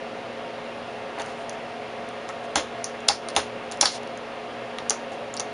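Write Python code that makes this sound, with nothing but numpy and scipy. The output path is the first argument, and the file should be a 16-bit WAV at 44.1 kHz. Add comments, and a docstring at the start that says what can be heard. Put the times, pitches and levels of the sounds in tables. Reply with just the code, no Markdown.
"""Fingers press buttons and keys close by: contacts snap brightly as short noise bursts through resonances.
Some presses also knock the case, whose decaying sine modes ring over a dull thud, and skin rubs on the panel.
Behind them a bench instrument runs in a quiet room: shaped noise is the rush of its cooling fan,
and unsteady sine tones are the hum of its motor and transformer.
A small microphone with gain control listens, its treble limited and its loudest peaks rounded."""
import sys
import numpy as np
from scipy import signal
from scipy.fft import rfft, irfft, next_fast_len
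from scipy.io import wavfile
from scipy.ndimage import uniform_filter1d, minimum_filter1d, map_coordinates

SR = 44100
rng = np.random.default_rng(int(sys.argv[2]) if len(sys.argv) > 2 else 0)


def file_out(sig):
    """Save sig as 16-bit WAV at sys.argv[1]."""
    # one column per channel
    cols = np.atleast_2d(sig).T
    # limit, then scale
    lim = np.clip(cols, -1, 1)
    pcm = np.round(lim * 32767).astype(np.int16)
    wavfile.write(sys.argv[1], SR, pcm)


N = 243873


def amp(db):
    """Decibel law: level in dB to amplitude ratio."""
    return 10 ** (np.asarray(db) / 20)


def unit(x):
    """Normalisation to a root-mean-square value of one."""
    return x / np.sqrt(np.mean(x ** 2) + 1e-20)


def wobble(rate):
    """Band-limited random drift: a smooth curve through rate random knots a second."""
    knots = rng.standard_normal(int(N * rate / SR) + 4)
    return map_coordinates(knots, [np.arange(N) * rate / SR])


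def filtered(x, response):
    """Linear filtering: the spectrum of x times a response of frequency."""
    m = next_fast_len(len(x) + 8192)  # zero padding leaves room for the filter's ringing
    return irfft(rfft(x, m) * response(np.fft.rfftfreq(m, 1 / SR)), m)[:len(x)]


def resonances(modes, f, scatter_db):
    """Modal superposition: causal second-order resonances of alternating sign, each at a new strength."""
    gains = amp(scatter_db * rng.standard_normal(len(modes)))
    total = 0
    for k, (centre, width, db) in enumerate(modes):
        damping = 1j * f * width
        total = total + (-1) ** k * gains[k] * amp(db) * damping / (centre ** 2 - f ** 2 + damping)
    return total


def add(track, s, sound):
    """Linear superposition: mix a sound into the track at s seconds."""
    part = track[round(s * SR):][:len(sound)]
    part += sound[:len(part)]


# spectrum of the fan's air rush: f/Hz, relative spectral level/dB
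AIR_SPECTRUM = [(25, -30), (60, -26), (110, -21.5), (200, -15.5), (300, -12), (390, -14), (520, -7.5),
                (630, -10), (700, -8), (900, -13), (1500, -18.5), (2700, -20), (4500, -30), (7000, -40),
                (10300, -44)]
# resonances of the air path through the case: f/Hz, width/Hz, lift/dB
DUCT_RESONANCES = [(760, 30, 1), (1202, 31, 4), (1310, 50, 2.5), (1407, 27, 4), (1640, 44, 4),
                   (1840, 60, 4), (2123, 49, 4), (2745, 55, 4), (3330, 100, 2.5), (4050, 130, 0.5)]
AIR_DB = -37  # rms level of the rush


def fan():
    """Turbulence noise: broadband, slightly patchy in time and frequency, coloured by duct resonance."""
    z = signal.stft(rng.standard_normal(N), nperseg=512)[2]
    field = uniform_filter1d(rng.standard_normal(z.shape), 6, axis=0)
    field = uniform_filter1d(field, 12, axis=1)
    patchy_db = 20 * np.log10(amp(0.67 * unit(field)))
    noise = signal.istft(z * amp(patchy_db), nperseg=512)[1][:N]
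    hz, db = np.transpose(AIR_SPECTRUM)

    def response(f):
        lift_db = sum(gain_db / (1 + (2 * (f - c) / w) ** 2) for c, w, gain_db in DUCT_RESONANCES)
        return amp(np.interp(np.log(f + 1), np.log(hz), db) + lift_db)

    return amp(AIR_DB) * unit(filtered(noise, response))


# tones of motor and transformer: f/Hz, rms level before drift/dB, unsteadiness (0 to 1)
HUM_TONES = [(119.8, -57.5, 0.48), (236.1, -47.5, 0.16), (359.8, -60, 1), (425.8, -46, 0.31),
             (519.4, -47.5, 0.7), (545.2, -47.5, 0.5), (568.7, -50.5, 0.86), (670, -49, 0.58),
             (685.5, -50, 0.97), (722, -48.5, 0.46), (928, -55.5, 0.86), (1107, -57.5, 0.58)]


def hum():
    """Narrow-band modulation: each sine tone drifts in level and phase on its own."""
    t = np.arange(N) / SR
    total = np.zeros(N)
    for hz, db, loose in HUM_TONES:
        level = np.sqrt(2) * amp(db + 5.05 * loose * wobble(14))
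        phase = 2.04 * loose * wobble(9) + rng.uniform(0, 2 * np.pi)
        total += level * np.sin(2 * np.pi * hz * t + phase)
    return total


# knocks on the case: t/s, drive level/dB, pitch struck most f/Hz
CASE_KNOCKS = [(1.177, -20.5, 655), (1.2, -18.5, 665), (2.295, -26, 1170), (2.558, -12.5, 730),
               (2.563, -34.5, 78), (2.571, -16, 576), (2.572, -25.5, 312), (3.096, -11, 813),
               (3.099, -33, 78), (3.364, -12.5, 870), (3.369, -36, 78), (3.378, -15, 606),
               (3.826, -8.5, 813), (3.869, -33, 1200), (4.905, -17, 650), (5.399, -28.5, 1200)]
# modes of the case: f/Hz, relative level/dB, t60/s
CASE_MODES = [(78, -5, 0.24), (312, 5.5, 0.072), (438, -3.5, 0.1), (576, -10, 0.12), (665, -12, 0.17),
              (813, -0.5, 0.052), (937, -6.5, 0.077), (1086, -12, 0.09), (1298, -4, 0.1),
              (2150, -1.5, 0.11)]
THUD_DB, THUD_T60_S = -12.5, 0.17  # thud relative to the knock's drive level


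def case():
    """Modal excitation: a soft blow rings modes near its pitch; countless weaker ones blur into a thud."""
    track, t = np.zeros(N), np.arange(SR // 2) / SR
    hz, level_db, t60 = np.transpose(CASE_MODES)[:, :, None]
    for s, db, pitch_hz in CASE_KNOCKS:
        octaves = np.abs(np.log2(hz / pitch_hz))
        near_db = -30 * np.tanh(octaves / 1.15) + rng.normal(0, 1.9, hz.shape)
        phase = 2 * np.pi * (hz * t + rng.random(hz.shape))
        ring = amp(level_db + near_db - 60 * t / t60) * np.sin(phase)
        bands = [(pitch_hz, 1.3 * pitch_hz, 0), (2300, 1500, -8)]
        # the last factor thins the lows under 250 Hz
        blur = filtered(rng.standard_normal(len(t)),
                        lambda f: resonances(bands, f, scatter_db=2) * f / (f + 250))
        thud = amp(THUD_DB - 60 * t / THUD_T60_S) * unit(blur)
        onset = 1 - np.exp(-t / 0.0016)
        add(track, s, amp(db) * onset * (ring.sum(axis=0) + thud))
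    return track


# button contacts: t/s, drive level/dB, pitch f/Hz, low part's gain/dB, rattle level re crack/dB
CONTACTS = [(1.187, -27, 5000, -6, -9), (1.197, -27.5, 5500, 6, -3), (1.219, -22, 6500, -13, -18),
            (1.261, -24, 6450, -4, -17), (1.495, -17, 6360, -15, -13), (1.529, -31.5, 7000, -14, -1),
            (2.089, -27.5, 7400, -12, -17), (2.283, -36, 5000, -11, -4), (2.29, -17, 7100, -7, -15),
            (2.556, -7.5, 6900, -8, -31), (2.5575, 1, 6580, -4, -9), (2.8429, -7, 5900, -29, -12.5),
            (2.895, -28, 5600, -13, -10), (3.004, -31, 7500, -11, -17), (3.0831, -2.5, 7600, -19, -10),
            (3.0855, 3, 6500, -19, -16.5), (3.0869, 4.5, 5400, -7, -13), (3.2865, -12.5, 5600, -9, -12.5),
            (3.302, -20, 5600, -28, -22), (3.352, -21, 6500, -6, -7), (3.364, 0.5, 5850, -4.5, -10),
            (3.7141, -18, 6200, -12, -19), (3.7205, -13.5, 6850, -3.5, -11), (3.7725, -22, 7000, -19, -32),
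            (3.809, -12, 6500, -7, -36), (3.8114, -3.5, 5500, -3.5, -12), (3.8117, 8.5, 6480, -16, -10.5),
            (3.8202, -5, 4600, -20, -13), (3.828, -5, 7550, -2, -21), (3.8559, 2.5, 4800, -8, -8.5),
            (4.0325, -31, 6000, -12, -22), (4.074, -30.5, 5200, -16, -24), (4.175, -27.5, 6350, -15, -15),
            (4.7856, -21.5, 5500, 4.5, -11.5), (4.8968, 1, 6560, -23, -19), (4.9056, -3, 6170, -10.5, -14),
            (5.119, -32, 6450, -10, -3.5), (5.34, -17, 7000, -11, -13), (5.367, -15, 5350, -25, -11),
            (5.374, -17.5, 5500, -15, -12), (5.3971, -5.5, 6600, -8.5, -16), (5.404, -15, 6200, -8, -14)]
# what a contact rings with: f/Hz, width/Hz, level/dB
BUTTON_MODES = [(4070, 580, 0.5), (4600, 270, 5), (5000, 270, 2), (5500, 410, 1.5), (6200, 750, -0.5),
                (7250, 770, -3.5), (9030, 710, -2.5), (10580, 720, -2.5)]
# what the finger's weight adds below it: f/Hz, width/Hz, level/dB
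WEIGHT_MODES = [(650, 880, -1), (1220, 490, 3.5), (2240, 480, -4.5), (2706, 166, 1), (3490, 510, 0.5)]
SNAP_T60_S = 0.01
RATTLE_T60_S, LONGER_S_PER_DB = 0.2, 0.0042  # at 0 dB drive; harder presses rattle longer


def buttons():
    """Impulse excitation: tick and crack, then loose parts and near walls keep a fainter, duller rattle."""
    track, t = np.zeros(N), np.arange(SR // 2) / SR
    for s, db, pitch_hz, weight_db, rattle_db in CONTACTS:
        tick = 4.2 * (t == 0)
        crack = amp(-60 * t / SNAP_T60_S) * rng.standard_normal(len(t)) + tick
        rattle_t60 = max(RATTLE_T60_S + LONGER_S_PER_DB * db, 0.05)
        rattle = amp(rattle_db - 60 * t / rattle_t60) * rng.standard_normal(len(t))
        rattle = filtered(rattle, lambda f: 1 / (1 + 1j * f / 6500))
        # each contact favours the resonances near its own pitch
        modes = []
        for hz, width, level_db in BUTTON_MODES:
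            most_db = 7.5 if hz > pitch_hz else np.inf  # limits the loss above the pitch only
            loss_db = min(21 * abs(np.log2(hz / pitch_hz)), most_db)
            modes.append((hz, width, level_db - loss_db))

        def colour(f):
            bright = resonances(modes, f, scatter_db=2.0)
            return bright + amp(weight_db) * resonances(WEIGHT_MODES, f, scatter_db=0.5)

        add(track, s, amp(db) * filtered(crack + rattle, colour))
    return track


# fingers sliding over the panel: start t/s, length/s, level/dB, pitch f/Hz
PANEL_RUBS = [(1.19, 0.039, -43, 2310), (1.203, 0.16, -40.5, 660), (1.346, 0.12, -56, 6500),
              (2.428, .04, -54, 6500), (3.851, 0.014, -22, 5500), (3.881, 0.11, -36.5, 4600),
              (5.115, 0.046, -54, 6500)]


def fingers():
    """Sliding friction: grainy noise through one broad resonance, under a smooth stroke."""
    track = np.zeros(N)
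    for s, length, db, pitch_hz in PANEL_RUBS:
        count = round(length * SR)
        # random sample-by-sample strength makes the noise grainy
        grains = rng.standard_normal(SR // 4) * amp(1.9 * rng.standard_normal(SR // 4))
        band = [(pitch_hz, 0.7 * pitch_hz, 0)]
        rub = unit(filtered(grains, lambda f: resonances(band, f, scatter_db=0)))
        stroke = np.hanning(count) ** 0.55
        add(track, s, amp(db) * stroke * rub[:count])
    return track


def scene():
    """Superposition of all sources in one channel."""
    return (fan() + hum() + case() + buttons() + fingers())[None]


NOTCH_HZ, EDGE_HZ, TOP_HZ = 7880, 10340, 11160


def record(dry):
    """Gain control and band limiting: loud presses duck the level; the port has a notch and a band edge."""
    x = dry[0]
    # the loudest moment of the last 0.122 s holds the gain down, 7.9 ms late
    hold, delay = round(0.122 * SR), round(0.0079 * SR)
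    power = np.abs(uniform_filter1d(x ** 2, round(0.0089 * SR)))
    loud_db = 10 * np.log10(power + 1e-12)
    cut_db = -0.9 * np.maximum(loud_db + 14.0, 0)  # acts above -14 dB
    gain_db = minimum_filter1d(np.pad(cut_db, (hold // 2 + delay, 0)), hold)[:N]
    x = x * amp(uniform_filter1d(gain_db, round(0.014 * SR)))

    def port(f):
        notch = (np.abs(f - NOTCH_HZ) + 8) / np.hypot(f - NOTCH_HZ, 400)
        edge = np.maximum(1 / np.sqrt(1 + (f / EDGE_HZ) ** 600), amp(-38))  # steep, down to a floor
        return notch * edge

    x = filtered(x, port)
    x = x / (1 + np.abs(x / 0.93) ** 8) ** (1 / 8)  # rounds peaks off towards 0.93
    return filtered(x, lambda f: f < TOP_HZ)[None]


dry = scene()
out = record(dry)
file_out(out)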